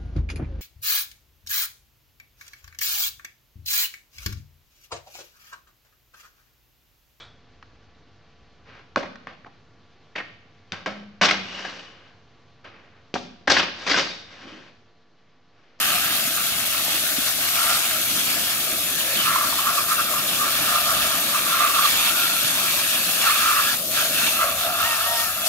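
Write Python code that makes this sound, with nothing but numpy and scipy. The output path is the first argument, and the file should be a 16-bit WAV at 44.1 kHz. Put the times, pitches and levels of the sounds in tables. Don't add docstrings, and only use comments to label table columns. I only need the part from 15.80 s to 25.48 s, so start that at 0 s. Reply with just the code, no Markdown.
import sys
import numpy as np
from scipy import signal
from scipy.fft import rfft, irfft, next_fast_len
from scipy.io import wavfile
from scipy.ndimage import uniform_filter1d, minimum_filter1d, map_coordinates

SR = 44100
rng = np.random.default_rng(int(sys.argv[2]) if len(sys.argv) > 2 else 0)


def digitize_waveform(pressure):
    field = np.atleast_2d(pressure).T
    bounded = np.clip(field, -1, 1)
    quanta = np.round(bounded * 32767).astype(np.int16)
    wavfile.write(sys.argv[1], SR, quanta)


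def undo_db(level):
    steps = np.asarray(level, float) / 20
    return 10 ** steps


N = 426888
CONTROL_STEP = 64


def unit(x):
    return x / np.sqrt(np.mean(x ** 2) + 1e-20)


def along(points, hz):
    f, v = np.transpose(points)
    return np.interp(np.log(hz + 1), np.log(f + 1), v)


def curves(rows, t=None):
    s, *cols = np.transpose(rows)
    if t is None:
        t = np.arange(N) / SR
    return [np.interp(t, s, c) for c in cols]


def full(v):
    return np.interp(np.arange(N), np.arange(0, N, CONTROL_STEP), v)


def ramp(start_s, lasts_s):
    return np.clip((np.arange(N) / SR - start_s) / lasts_s, 0, 1)


def wobble(rate, count=N):
    knots = rng.standard_normal(int(count * rate / SR) + 4)
    return map_coordinates(knots, [np.arange(count) * rate / SR])


def filtered(x, response):
    m = next_fast_len(N + 8192)
    return irfft(rfft(x, m) * response(np.fft.rfftfreq(m, 1 / SR)), m)[..., :N]


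def lifted(hz, bands):
    return sum(db * np.exp(-((hz - centre) / width) ** 2) for centre, width, db in bands)


def resonance(hz, centre_hz, width_hz):
    return (hz * width_hz) ** 2 / ((centre_hz ** 2 - hz ** 2) ** 2 + (hz * width_hz) ** 2)


def moving(centre_hz, width_hz, narrowing):
    def shape(hz, t):
        centre = np.interp(t * SR, np.arange(N), centre_hz)
        gain = resonance(hz, centre, width_hz * (centre.mean() / centre) ** narrowing)
        return gain / np.sqrt(np.mean(gain ** 2, axis=0))
    return shape


def patches(shape, bins, frames):
    field = uniform_filter1d(rng.standard_normal(shape), size=bins, axis=0)
    return unit(uniform_filter1d(field, size=frames, axis=1))


def drops(spiky_db, patchy_db, shape=None):
    hits = rng.standard_normal((2, N)) * undo_db(spiky_db * wobble(900))
    hz, t, z = signal.stft(hits, SR, nperseg=512)
    field = patches(z.shape[1:], 5, 10) + .9 * patches(z.shape[1:], 1, 60)
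    z = z * undo_db(patchy_db * field)
    if shape is not None:
        z = z * shape(hz[:, None], t)
    return signal.istft(z, SR, nperseg=512)[1][:, :N]


# pitch_hz, likeness_0_to_1
PORT_LIKENESS = [(60, .97), (130, .84), (300, .95), (460, .6), (680, .96), (880, .7), (1150, .94),
                 (1600, .75), (2050, .15), (2650, .68), (3500, .38), (5500, .13), (6600, .28), (8000, .08),
                 (16000, .07)]


def heard(pair, gain):
    def mid_and_side(hz):
        turn = np.arccos(np.clip(along(PORT_LIKENESS, hz), 0, 1)) / 2
        return gain(hz) * [np.cos(turn), np.sin(turn)]
    mid, side = filtered(pair, mid_and_side)
    return unit(np.array([mid + side, mid - side]))


def bump(s, half_s, rise=1):
    edge_db, roundness = 9.5, 1.1
    t = (np.arange(0, N, CONTROL_STEP) / SR - s) / half_s
    return -edge_db * np.abs(np.where(t < 0, t / rise, t)) ** roundness


def passes(events, rises, rest_db, rest_hz):
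    power = np.array([undo_db(2 * (db + bump(s, half_s, rise)))
                      for (s, db, half_s, _), rise in zip(events, rises)])
    rest = undo_db(2 * rest_db)
    total = full(power.sum(axis=0)) + rest
    pitch_hz = (full(np.transpose(events)[3] @ power) + rest * rest_hz) / total
    return 10 * np.log10(total), pitch_hz


# time_s, pitch_hz, fundamental_db, second_partial_db
ROOSTER_NOTES = [
    [(9.02, 840, -58, -44), (9.05, 908, -38, -29), (9.072, 958, -34, -34), (9.1, 937, -35, -35),
     (9.125, 924, -33, -31), (9.145, 912, -34, -32), (9.16, 887, -54, -31), (9.175, 845, -58, -46)],
    [(9.2, 830, -58, -46), (9.24, 905, -42, -38), (9.278, 937, -35, -35), (9.354, 932, -33, -40),
     (9.4, 928, -34, -32), (9.432, 934, -39, -38), (9.465, 890, -46, -35), (9.5, 862, -58, -42),
     (9.56, 860, -62, -52)],
]


def rooster():
    out = np.zeros(N)
    for note in ROOSTER_NOTES:
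        start, stop = round(note[0][0] * SR), round(note[-1][0] * SR)
        hz, first_db, second_db = curves(note, np.arange(start, stop) / SR)
        shake = lambda rate: wobble(rate, count=stop - start)
        turn = 2 * np.pi * np.cumsum(hz * (1 + .007 * shake(70))) / SR
        upper = sum(undo_db(db + 2.2 * shake(90)) * np.sin(k * turn)
                    for k, db in enumerate([2, -12, -16, -15, -10], 2))
        first = undo_db(first_db - 2 + 2 * shake(60)) * np.sin(turn)
        out[start:stop] = 1.3 * (first + undo_db(second_db) * upper)
    return out


# time_s, flow_db, air_column_hz
RUNOFF = [(0, -0.5, 710), (1, -1, 670), (2.75, 0.5, 678), (3.35, 1.5, 546), (3.7, 1, 660), (4.6, 3, 626),
          (5, 4.5, 656), (5.3, 3.5, 640), (5.7, 2, 620), (6, 1.5, 640), (7.8, 0, 620), (8.5, 3.5, 636),
          (9.68, 0, 686)]
CHANGE_S, CHANGE_LASTS_S = 8.6, .03
# pitch_hz, density_db
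RUMBLE_COLOUR = [(20, -32), (35, -31), (55, -2.5), (78, -5.5), (97, 3.5), (125, -11.5), (180, -4),
                 (400, -54)]


def ground():
    flow_db = curves(RUNOFF)[0]
    level_db = -52 + 0.73 * flow_db + 3 * ramp(CHANGE_S, CHANGE_LASTS_S)
    rumble = heard(rng.standard_normal((2, N)), lambda hz: undo_db(along(RUMBLE_COLOUR, hz)))
    gust_s, gust_db, gust_half_s, gust_top_hz = 5.16, -45, 0.078, 75
    low = unit(filtered(rumble, lambda hz: 1 / (1 + (hz / gust_top_hz) ** 8)))
    gust = full(undo_db(gust_db + bump(gust_s, gust_half_s))) * low
    return undo_db(level_db) * rumble + gust


RISE_SHARE = 0.67
# centre_s, level_db, half_length_s, pitch_hz
GUSHES = [(.1, -34, 0.064, 656), (1.25, -38, 0.1, 654), (1.91, -33, 0.075, 700), (4.99, -43, .1, 694),
          (5.63, -47, 0.088, 603), (5.82, -27, 0.045, 686), (8.23, -33, 0.033, 686),
          (8.65, -26.5, 0.078, 635), (8.87, -26.5, 0.086, 730), (9.06, -29, 0.14, 700),
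          (9.3, -28.5, 0.14, 703), (9.68, -31, 0.14, 673)]
# pitch_hz, density_db
DRUM_COLOUR = [(71, -57), (120, -2), (156, 1), (301, 2.5), (449, -7.5), (520, -3.5), (680, -3.5),
               (1140, -36)]


def basket():
    flow_db, column_hz = curves(RUNOFF)
    ring_db, ring_hz = passes(GUSHES, [RISE_SHARE] * len(GUSHES), -44 + 2.15 * flow_db, column_hz)
    drum_db = -42 + 0.71 * flow_db - 7 * ramp(CHANGE_S, CHANGE_LASTS_S)
    air = lambda hz: resonance(hz, 600, 400) + .5 * resonance(hz, 677, 80)
    column = moving(ring_hz, width_hz=127, narrowing=0.91)
    ring = heard(drops(spiky_db=-1.0, patchy_db=1.3, shape=column), air)
    drum = heard(drops(spiky_db=0.1, patchy_db=1.86), lambda hz: undo_db(along(DRUM_COLOUR, hz)))
    gurgle_db = 1.7 * wobble(20) + 1.4 * wobble(7)
    return undo_db(ring_db - 2.2 + gurgle_db) * ring + undo_db(drum_db) * drum


# start_s, peak_db, pitch_hz
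SLUGS = [(1.4062, -19, 1540), (3.558, -3.5, 1077), (3.641, -12, 1080), (3.726, -10, 1070),
         (3.786, -4, 1160), (3.888, -4, 1190), (4.1174, -14, 1260), (4.1939, -14, 1330), (4.338, -9, 1130),
         (4.6314, -20, 1250), (4.8904, -19, 1210), (4.9202, -28, 1270), (4.958, -4, 1330),
         (5.139, -20, 1280), (5.5428, -10, 1180), (5.736, -5, 1264), (5.8046, -30, 1190),
         (5.8557, -2, 1215), (5.96, -8, 1184), (5.9908, -3, 1214), (6.0526, -2.5, 1194),
         (6.2008, -11, 1174), (7.4673, -1, 1340), (7.496, -6, 1160), (7.659, -5, 1310), (7.715, -7, 1166),
         (8.17, -9, 1590), (8.6143, -13, 1230)]
# start_s, peak_db, pitch_hz, t60_s
KNOCKS = [
    (1.383, -22, 260, .045),
    (3.37, -21, 3200, .06),
    (3.395, -21, 2900, .05),
    (3.411, -13, 3100, .025),
    (3.435, -21, 2950, .07),
    (8.17, -20, 1560, .1),
    (8.37, -23, 2660, .08),
    (8.44, -20, 2680, .06),
]


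def blows():
    out, t = np.zeros(N + SR), np.arange(SR // 8) / SR
    slaps = [(s, db - 9, hz, .04) for s, db, hz in SLUGS]
    for s, db, hz, t60 in slaps + KNOCKS:
        spread = 1 + .055 * rng.standard_normal(3)[:, None] * [[0], [1], [1]]
        modes = np.sin(2 * np.pi * hz * spread * t + rng.uniform(0, 1, (3, 1)))
        ring = modes.sum(axis=0) * .72
        soft_start = 1 - np.exp(-t / (.06 * t60))
        out[round(s * SR):][:len(t)] += undo_db(db - 60 * t / t60) * soft_start * ring
    return out[:N]


def whistles(songs, width_hz):
    level_db, centre_hz = passes(songs, [1] * len(songs), -70, 1300)
    turn = 2 * np.pi * np.cumsum(centre_hz) / SR
    tone = unit(.8 + wobble(width_hz)) * np.sin(turn) + 0.71 * wobble(width_hz) * np.cos(turn)
    return undo_db(level_db) * tone


# centre_s, level_db, half_length_s, pitch_hz
CAVITY_SONGS = [(.58, -33, .04, 1330), (2.17, -37, .04, 634), (2.57, -41, 0.0301, 668),
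                (2.92, -39, .06, 664), (4.95, -26, 0.059, 1217), (5.12, -29, 0.073, 1208),
                (5.85, -25, .05, 1179), (6.3, -28.5, .05, 1390), (6.36, -30.5, .04, 1424),
                (6.415, -23, 0.032, 1403), (6.46, -29, 0.051, 1345), (6.51, -32, 0.038, 1400),
                (6.57, -29.5, 0.054, 1362), (7.88, -28.5, .05, 1660), (9.63, -35.5, .05, 3400)]
# centre_s, level_db, half_length_s, pitch_hz
RIM_SONGS = [(.1, -33, .06, 1604), (.3, -33.5, .05, 1650), (.6, -38, .04, 2600), (2.55, -35, .06, 1700),
             (2.75, -36, .06, 1720), (3.15, -35.5, .08, 1723), (3.3, -35, .06, 1700),
             (3.39, -29, .03, 3140), (3.43, -26, .035, 2950), (5.95, -30, .04, 2700),
             (6.28, -32, .04, 2685), (7.48, -26, .035, 1602), (7.52, -30, .03, 2680),
             (7.62, -29, .03, 2700), (7.69, -29, .03, 1600), (7.78, -30, .05, 2690), (8.2, -31, .04, 2650),
             (8.36, -31, .05, 2670), (8.45, -27, .03, 2680), (9.08, -33.5, .08, 2700),
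             (9.26, -35, .05, 2750), (9.37, -35.5, .08, 5350)]


def cavities():
    return whistles(CAVITY_SONGS, width_hz=120) + whistles(RIM_SONGS, width_hz=250)


# time_s, level_db
AIM = [(0, -27), (.3, -29), (.5, -31), (1.3, -29.5), (1.75, -33.5), (2.25, -32), (2.5, -29), (2.97, -34),
       (3.4, -30), (4.3, -32.5), (4.7, -28), (5.2, -27.5), (5.45, -30), (6.1, -26.5), (7.3, -29.5),
       (7.85, -27.5), (8.6, -30.5), (9.68, -34)]


def aim():
    aim_db = curves(AIM)[0]
    return aim_db, aim_db - aim_db.mean()


# centre_s, swing_db, half_length_s, mist_share
FLICKS = [(.3, 0.5, 0.072, .5), (1.351, -7.5, 0.012, .1), (1.484, 3.5, 0.025, .8), (1.54, -1, .03, .7),
          (1.657, 3, 0.039, 0.61), (1.906, 6.5, 0.19, 0.46), (2.35, 1, 0.055, 1.5), (3.442, 2.5, 0.067, .1),
          (3.983, 1, 0.033, 2.4), (4.068, -1.5, .03, 2), (4.132, 1.5, 0.061, 2.1), (4.29, -0.5, 0.045, 2.7),
          (4.35, 0.5, .04, 3), (4.45, -0.5, 0.065, 1), (6.106, 1.5, 0.057, 0.92), (6.28, 2.5, 0.028, .2),
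          (6.349, -4, .03, .3), (7.477, 3.5, 0.092, 0.39), (7.988, -9.5, .04, 0.36),
          (8.045, -12, .045, 0.32), (8.1, -11, 0.041, 0.33), (8.195, 0.5, 0.035, .9),
          (8.291, -3.5, 0.048, .3), (8.432, 4.5, 0.065, .1), (8.745, -4, 0.026, 0.31),
          (8.853, 1.5, .04, .5), (8.925, -1.5, 0.05, 2.2), (9.07, 3, 0.1, .3), (9.384, 0.5, 0.042, 5.5),
          (9.566, -1, 0.092, 4.4), (9.67, 3, 0.017, 2.5)]


def wrist():
    edge_db = 9.5
    shapes = np.array([undo_db(-bump(s, half_s) ** 2 / edge_db) for s, _, half_s, _ in FLICKS])
    _, db, _, share = np.transpose(FLICKS)
    return full(db @ shapes), full(db * share @ shapes)


# centre_s, level_db, half_length_s, resonance_hz
SWEEPS = [(.08, -27.5, 0.18, 1270), (.23, -25, 0.045, 1510), (.58, -25.5, 0.035, 1430),
          (.95, -29, 0.084, 1230), (1.91, -25.5, 0.15, 1390), (2.56, -27, 0.064, 1480),
          (3.51, -18, 0.089, 1090), (3.62, -21.5, 0.098, 1110), (3.88, -19, 0.056, 1120),
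          (3.99, -20, 0.041, 1160), (4.12, -19.5, 0.044, 1130), (4.2, -21.5, 0.036, 1380),
          (4.35, -25, 0.11, 1140), (4.63, -25, 0.14, 1220), (4.93, -19, 0.081, 1280),
          (5.14, -22, 0.1, 1300), (5.34, -25, 0.098, 1230), (5.56, -22, 0.072, 1160),
          (5.75, -20.5, 0.047, 1250), (6.23, -26, 0.093, 1280), (6.34, -26, 0.093, 1470),
          (6.42, -31, 0.059, 1400), (6.53, -35, .1, 1400), (7.49, -17, 0.065, 1270),
          (7.62, -21.5, 0.2, 1254), (7.9, -23, 0.033, 1650), (8.19, -19.5, 0.049, 1488),
          (8.63, -18.5, 0.073, 1260), (8.84, -25.5, 0.14, 1340), (9.01, -21, 0.051, 1262),
          (9.2, -26, 0.49, 1310)]
# centre_s, level_db, fall_half_length_s, resonance_hz
SLIPS = [
    (5.86, -16, 0.038, 1260),
    (6.05, -19, 0.037, 1270),
    (7.81, -20, 0.055, 1220),
    (8.45, -24.5, 0.039, 1520),
]
# pitch_hz, width_hz, lift_db
PANELS = [(1120, 50, 2), (1205, 45, 5), (1345, 60, 6), (1490, 50, -3), (1610, 70, 2)]


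def hollow(flutter, flick_db):
    slip_rise = 3.73
    stray_db = -40.5 + 0.33 * aim()[1] + 1.7 * flick_db + 3.06 * wobble(6.9)
    rises = [RISE_SHARE] * len(SWEEPS) + [slip_rise] * len(SLIPS)
    level_db, centre_hz = passes(SWEEPS + SLIPS, rises, stray_db, rest_hz=1390)
    walls = lambda hz: undo_db(lifted(hz, PANELS)) / (1 + (1030 / (hz + 1)) ** 22)
    cavity = moving(centre_hz, width_hz=470, narrowing=3.0)
    boom = heard(drops(spiky_db=2.0, patchy_db=1.5, shape=cavity), walls)
    gurgle_db = 0.98 * wobble(40) + 0.15 * flutter
    return undo_db(level_db - 3.0 + gurgle_db) * boom


# pitch_hz, density_db
PATTER_COLOUR = [(300, -26), (700, -4.5), (950, -7.5), (1600, 1.5), (2050, -2), (2650, -1), (3300, 0),
                 (4400, -4), (5500, -8.5), (9000, -21), (16000, -13.5)]
# pitch_hz, width_hz, lift_db
BARE_BANDS = [
    (980, 130, -4),
    (1960, 90, -1.5),
    (2700, 170, 1.5),
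]
# pitch_hz, width_hz, lift_db
SHELL_BANDS = [
    (1700, 80, 3),
    (2060, 110, -6),
    (2380, 70, 3),
    (2670, 90, 6),
    (3500, 120, 3),
]


def patter(flutter, flick_db):
    coarse = drops(spiky_db=2.0, patchy_db=1.56)
    bare, toy = [heard(coarse, lambda hz: undo_db(along(PATTER_COLOUR, hz) + lifted(hz, target)))
                 for target in (BARE_BANDS, SHELL_BANDS)]
    held = ramp(2.4, 1.43)
    level_db = aim()[0] + flick_db + 2.0 + 0.13 * flutter + 0.81 * wobble(25)
    return undo_db(level_db) * ((1 - held) * bare + held * toy)


# time_s, level_db
NEAR = [(0, -1.5), (1, -1), (1.8, 0.5), (3, -.5), (4.4, -1), (6.3, 0.5), (8.5, 1), (8.7, -3.5),
        (9.68, -0.5)]
# pitch_hz, density_db
MIST_COLOUR = [(1500, -20.5), (3500, -4), (5000, -1.5), (7000, -4), (9000, 2), (10500, -2.5), (13000, -19),
               (16000, -35)]


def mist(flutter, puff_db):
    level_db = -26 + 0.25 * aim()[1] + puff_db + curves(NEAR)[0]
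    fine = heard(drops(spiky_db=1.0, patchy_db=1.35), lambda hz: undo_db(along(MIST_COLOUR, hz)))
    return undo_db(level_db + 0.55 * flutter + 0.36 * wobble(25)) * fine


# pitch_hz, density_db
HISS_COLOUR = [(3000, -42), (7000, -6.5), (9500, -4.5), (11000, 5), (12500, 3), (13800, -8.5),
               (15000, -2.5), (16000, -12)]


def nozzle(flutter, puff_db):
    level_db = -25 + 0.11 * aim()[1] + 0.38 * puff_db + 0.35 * curves(NEAR)[0]
    hiss = heard(drops(spiky_db=1.6, patchy_db=1.2), lambda hz: undo_db(along(HISS_COLOUR, hz)))
    return undo_db(level_db + 0.14 * flutter + 0.4 * wobble(30)) * hiss


def scene():
    flutter = unit(0.2 * wobble(4.5) + 0.6 * wobble(14) + 1.6 * wobble(70))
    flick_db, puff_db = wrist()
    background = rooster() + ground() + basket()
    toy = blows() + cavities() + hollow(flutter, flick_db)
    spray = patter(flutter, flick_db) + mist(flutter, puff_db) + nozzle(flutter, puff_db)
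    return background + toy + spray


def starved(x, under_db, masked):
    hz, _, z = signal.stft(x, SR, nperseg=2048)
    band = uniform_filter1d(np.abs(z) ** 2, size=7, axis=1)
    usual = uniform_filter1d(uniform_filter1d(band, size=40, axis=1), size=3, axis=2) + 1e-20
    limit = usual * undo_db(2 * under_db) * (usual.max(axis=0) / usual) ** masked
    lost = -minimum_filter1d(-1. * (band < limit), size=7, axis=1)
    lost = lost * (hz[:, None] > 3300)
    return signal.istft(z * (1 - .97 * lost), SR, nperseg=2048)[1][:, :N]


def band_limit(x):
    return signal.sosfilt(signal.butter(12, 16990, fs=SR, output="sos"), x)


# pitch_hz, level_db
RIGHT_PORT = [(60, -1.5), (800, -0.5), (1200, 4), (1600, -4.5), (2100, 4), (2700, 2), (3700, 5), (4600, 0),
              (6300, -4), (7500, -7), (10000, -16), (11200, -6), (12200, -2), (13600, 4.5), (15300, -5)]
# pitch_hz, width_hz, lift_db
REFLECTIONS = [
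    [(4490, 44, 8), (5310, 180, 3), (6110, 150, 5), (6830, 190, 6.5), (8900, 250, 0), (11700, 67, 6.5),
     (13000, 96, 10), (14600, 150, 6.5), (15400, 250, 7)],
    [(4233, 85, 4), (6400, 190, 7), (12270, 140, 3), (12700, 150, -6), (13550, 200, 6.5), (14500, 250, 6),
     (15550, 250, 6), (6700, 150, -7)],
]


def record(dry):
    lag_s, top_hz = 0.00014, 15750

    def ports(hz):
        lifts = [lifted(hz, side) for side in REFLECTIONS]
        turn = np.pi * hz * lag_s / (1 + (750 / (hz + 1)) ** 4) - lifted(hz, [(2600, 800, .55)])
        late = np.exp(1j * turn * np.array([[1], [-1]]))
        colour = undo_db(lifts + along(RIGHT_PORT, hz) * np.array([[0], [1]]))
        return colour * late * (hz < top_hz)
    mix = starved(filtered(dry, ports), under_db=-7.5, masked=.55)
    return band_limit(mix)


dry = scene()
out = record(dry)
digitize_waveform(out)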